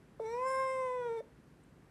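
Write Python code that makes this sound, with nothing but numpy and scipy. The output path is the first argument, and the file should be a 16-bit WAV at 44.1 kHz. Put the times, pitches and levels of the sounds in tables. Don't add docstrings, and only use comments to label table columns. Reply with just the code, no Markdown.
import sys
import numpy as np
from scipy import signal
from scipy.fft import rfft, irfft
from scipy.io import wavfile

SR = 44100
rng = np.random.default_rng(int(sys.argv[2]) if len(sys.argv) > 2 else 0)


def store_wav(level_fs):
    pcm = np.round(np.clip(np.atleast_2d(level_fs), -1, 1) * 32767)
    wavfile.write(sys.argv[1], SR, pcm.T.astype(np.int16))


N = 83790

# freq_hz, relative_db
FLOOR_SPECTRUM = [(25, -43), (33, -31), (45, -9), (65, -6), (90, -10.5), (115, -5.5), (155, -9),
                  (236, -7.5), (419, -14), (688, -22.5), (1250, -24.5), (1810, -26.5), (3500, -37.5),
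                  (7000, -42), (8400, -42), (12800, -46)]
# centre_s, ring_hz, sigma_s, peak_db
THROAT_POPS = [(.2003, 590, 0.0018, -32.5), (.1975, 1120, 0.00075, -46), (1.2082, 562, 0.0022, -36)]
# freq_hz, relative_db
AIR_SPECTRUM = [(300, 0.5), (900, -0.5), (2200, -7), (3000, -21), (3900, -7.5), (4700, -16), (5700, -7.5),
                (6600, -22), (7800, -10), (10000, -15.5), (13000, -22)]
# freq_hz, gain_db
CLOSED_SPECTRUM = [(1330, -22.5), (1800, -34.5), (2250, -29), (2700, -49.5), (3050, -55), (3600, -32),
                   (3980, -52.5), (4500, -67), (4900, -57), (5400, -49.5), (5800, -34.5), (6200, -43),
                   (6700, -68), (7800, -44.5), (8500, -65), (9700, -60), (13000, -62)]
# freq_hz, gain_db
HALF_SPECTRUM = [(1550, -26.5), (2080, -19), (2600, -31), (3100, -38.5), (3560, -37.5), (4150, -51.5),
                 (4700, -55.5), (5200, -42.5), (5700, -43.5), (6300, -44.5), (7100, -49), (7900, -40),
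                 (8500, -39), (9300, -46), (9900, -48.5), (10500, -62), (13000, -61.5)]
# freq_hz, gain_db
WIDE_SPECTRUM = [(1580, -10.5), (2110, -16), (2640, -31), (3170, -38), (3700, -36.5), (4220, -58.5),
                 (4750, -48.5), (5280, -23), (5800, -56), (6340, -41.5), (7400, -35.5), (8700, -40),
                 (9500, -30), (10000, -40), (10550, -38), (11700, -53.5), (13000, -56)]
# centre_s, sigma_s, centre_hz, glide_hz_per_s, sigma_hz, gain_db
THROAT_SQUEAKS = [(0.34, 0.064, 5460, -4500, 220, 14), (.33, 0.026, 7650, -4000, 300, 10),
                  (0.284, 0.057, 4080, 3003, 170, 16.5), (0.336, 0.13, 3370, 3000, 222, -19),
                  (0.354, 0.07, 2340, 3000, 202, 5), (0.45, 0.028, 7250, 3000, 250, 9),
                  (0.67, 0.059, 5310, 0, 201, 4), (0.672, 0.026, 8000, 0, 250, 6),
                  (0.912, 0.048, 8460, -3000, 600, 4), (1.076, 0.067, 3300, -2500, 170, 4.5),
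                  (1.19, 0.018, 3560, -2000, 200, 10.5)]
# time_s, pitch_hz
FOLD_PITCH = [(0.21, 443.2), (0.234, 454.4), (0.24, 434.8), (0.308, 457.7), (0.378, 494.7), (0.458, 524.4),
              (0.584, 528.7), (0.79, 522.6), (0.894, 505.3), (0.962, 502), (1.076, 474.3), (1.098, 458.4),
              (1.166, 459.8), (1.188, 444.8), (1.195, 448)]
# time_s, fundamental_db, second_harmonic_db
VOICE_LEVELS = [(0.205, -39.5, -54.5), (0.275, -41, -46.5), (0.303, -42, -48.5), (0.343, -37.5, -42.5),
                (0.389, -39, -39.5), (0.445, -38.5, -35), (0.505, -37.5, -36), (0.605, -36, -34.5),
                (0.739, -37.5, -40), (0.857, -37.5, -39.5), (0.959, -37.5, -42.5), (1.037, -39.5, -46.5),
                (1.065, -37, -45), (1.175, -38, -48.5), (1.2, -41, -59)]
# time_s, opening
MOUTH_OPENING = [(.2, 0.075), (.28, 0.23), (.35, 0.2), (.43, 0.68), (.45, 0.73), (.485, 0.96), (.6, .98),
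                 (.68, 0.78), (.8, 0.49), (.92, 0.46), (1.04, 0.26), (1.13, 0.2), (1.2, 0.22)]
# time_s, roughness
ROUGHNESS = [(.2, 0.32), (.33, 0.43), (.43, 0.33), (.48, 0.21), (.61, 0.15), (.64, 0.26), (.665, 0.07),
             (.9, 0.16), (1.05, 0.24), (1.16, .3), (1.19, 0.54), (1.21, 0.2)]
# time_s, gain_db
THIRD_GAIN = [(.2, -9), (.3, 3), (.41, -4), (.48, 2), (.72, -0.5), (.81, 2), (.87, 5), (.925, 0), (.98, 5),
              (1.04, 13.5), (1.1, 6), (1.16, -1.5)]
# time_s, middle_db, treble_db
BAND_GAINS = [(.2, -5.5, -27), (.24, -2, -10), (.26, 4.5, 6), (.33, 7.5, 3), (.41, 2, -1), (.49, 3, 6),
              (.62, 2.5, -1.5), (.7, 6, 5), (.82, 4, 6), (.95, 1.5, -2.5), (1.05, 5, 1), (1.15, -0.5, -4),
              (1.19, 2, -8)]

FLOOR_DB, RUMBLE_DB, RUMBLE_HZ, RUMBLE_SIGMA_HZ = -61.5, -67, 150, 19
ROOM_DB, ROOM_T60_S, ROOM_DAMP_HZ = -17.5, 0.3, 5100
TICK_S, TICK_SIGMA_S, TICK_HZ, TICK_SIGMA_HZ, TICK_DB = 1.638, 0.0032, 8300, 640, -72.5
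START_S, STOP_S, ATTACK_S, RELEASE_S = .197, 1.211, .004, 0.0076
AIR_BASE_DB, AIR_OPEN_DB = -61.5, 5.5
JITTER_DEPTH, JITTER_HZ, WAVER_DEPTH, WAVER_HZ = 0.01, 136, 0.0026, 73
FLICKER_DB, FLICKER_HZ, SHIMMER_DB = 3, 22.6, 0.6
RASP_DB, RASP_RATE_HZ, RASP_ABOVE_HZ = 3, 120, 6000
TREBLE_HZ, CROSSFADE_HZ, LOWPASS_HZ = 4840, 650, 12950
DISPERSION_RAD = 0.121


def undb(db):
    return 10 ** (np.asarray(db) / 20)


def curve(table, column=1):
    rows = np.array(table, float)
    return np.interp(np.arange(N) / SR, rows[:, 0], rows[:, column])


def spectrum_db(table, hz):
    rows = np.array(table, float)
    return np.interp(np.log(np.maximum(hz, 1)), np.log(rows[:, 0]), rows[:, 1])


def noise(gain):
    x = irfft(rfft(rng.standard_normal(N)) * gain(np.arange(N // 2 + 1) * SR / N), N)
    return x / x.std()


def bell(x, centre, sigma):
    return np.exp(-.5 * ((x - centre) / sigma) ** 2)


def wander(rate_hz):
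    size = 4096
    hz = np.arange(size // 2 + 1) * SR / N
    x = irfft(rfft(rng.standard_normal(size)) * bell(hz, 0, rate_hz))
    return np.interp(np.arange(N) * size / N, np.arange(size), x / x.std())


def background():
    hiss = undb(FLOOR_DB) * noise(lambda hz: undb(spectrum_db(FLOOR_SPECTRUM, hz)))
    rumble = undb(RUMBLE_DB) * noise(lambda hz: bell(hz, RUMBLE_HZ, RUMBLE_SIGMA_HZ))
    return hiss + rumble


def room(x, t):
    decay = np.exp(-np.log(1000) * t / ROOM_T60_S)
    tail = decay * noise(lambda hz: 1 / np.hypot(1, hz / ROOM_DAMP_HZ))
    return x + undb(ROOM_DB) * signal.fftconvolve(x, tail / np.linalg.norm(tail))[:N]


def tick(t):
    envelope = undb(TICK_DB) * bell(t, TICK_S, TICK_SIGMA_S)
    return envelope * noise(lambda hz: bell(hz, TICK_HZ, TICK_SIGMA_HZ))


def throat_pops(t):
    return sum(undb(peak_db) * bell(t, centre_s, sigma_s) * np.cos(2 * np.pi * ring_hz * (t - centre_s))
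               for centre_s, ring_hz, sigma_s, peak_db in THROAT_POPS)


def breath(phase, roughness, mouth):
    puffs = noise(lambda hz: undb(spectrum_db(AIR_SPECTRUM, hz))) * (1 + np.cos(phase))
    return puffs * roughness * undb(AIR_BASE_DB + AIR_OPEN_DB * mouth)


def vocal_tract_db(hz, t, mouth):
    closed, wide = np.maximum(1 - 2 * mouth, 0), np.maximum(2 * mouth - 1, 0)
    total_db = (closed * spectrum_db(CLOSED_SPECTRUM, hz)
                + (1 - closed - wide) * spectrum_db(HALF_SPECTRUM, hz)
                + wide * spectrum_db(WIDE_SPECTRUM, hz))
    for centre_s, sigma_s, centre_hz, glide_hz_per_s, sigma_hz, gain_db in THROAT_SQUEAKS:
        squeak_hz = centre_hz + glide_hz_per_s * (t - centre_s)
        total_db += gain_db * bell(t, centre_s, sigma_s) * bell(hz, squeak_hz, sigma_hz)
    return total_db


def meow(t):
    roughness, mouth = curve(ROUGHNESS), curve(MOUTH_OPENING)
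    pitch_hz = curve(FOLD_PITCH) * (1 + WAVER_DEPTH * wander(WAVER_HZ))
    jitter = 1 + JITTER_DEPTH * roughness * wander(JITTER_HZ)
    phase = 2 * np.pi * np.cumsum(pitch_hz * jitter) / SR
    fundamental_db, second_db = curve(VOICE_LEVELS), curve(VOICE_LEVELS, column=2)
    middle_db, treble_db = curve(BAND_GAINS), curve(BAND_GAINS, column=2)
    rasp_db = RASP_DB * np.maximum(2 * mouth - 1, 0) * wander(RASP_RATE_HZ)
    voice = undb(fundamental_db) * np.cos(phase + DISPERSION_RAD)
    voice += undb(second_db) * np.cos(2 * phase + DISPERSION_RAD * 2 ** 2)
    coarse = slice(None, None, 32)
    for k in range(3, 29):
        hz = k * pitch_hz
        tract_db = np.interp(t, t[coarse], vocal_tract_db(hz[coarse], t[coarse], mouth[coarse]))
        if k == 3:
            band_db = curve(THIRD_GAIN)
        else:
            blend = np.clip((hz - TREBLE_HZ) / CROSSFADE_HZ + .5, 0, 1)
            band_db = (1 - blend) * middle_db + blend * treble_db + (hz > RASP_ABOVE_HZ) * rasp_db
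        flicker_db = FLICKER_DB * np.sqrt(roughness) * wander(FLICKER_HZ)
        level_db = fundamental_db + tract_db + band_db + flicker_db
        voice += undb(level_db) * np.cos(k * phase + DISPERSION_RAD * k ** 2)
    shimmer = undb(SHIMMER_DB * roughness * wander(JITTER_HZ))
    voice *= -np.sqrt(2) * shimmer
    gate = np.clip((t - START_S) / ATTACK_S, 0, 1) * np.clip((STOP_S - t) / RELEASE_S, 0, 1)
    return gate * (voice + breath(phase, roughness, mouth))


def scene():
    t = np.arange(N) / SR
    direct = meow(t) + throat_pops(t) + tick(t)
    return (room(direct, t) + background())[None]


def record(dry):
    return signal.sosfilt(signal.ellip(12, rp=.1, rs=70, Wn=LOWPASS_HZ, fs=SR, output="sos"), dry)


dry = scene()
out = record(dry)
store_wav(out)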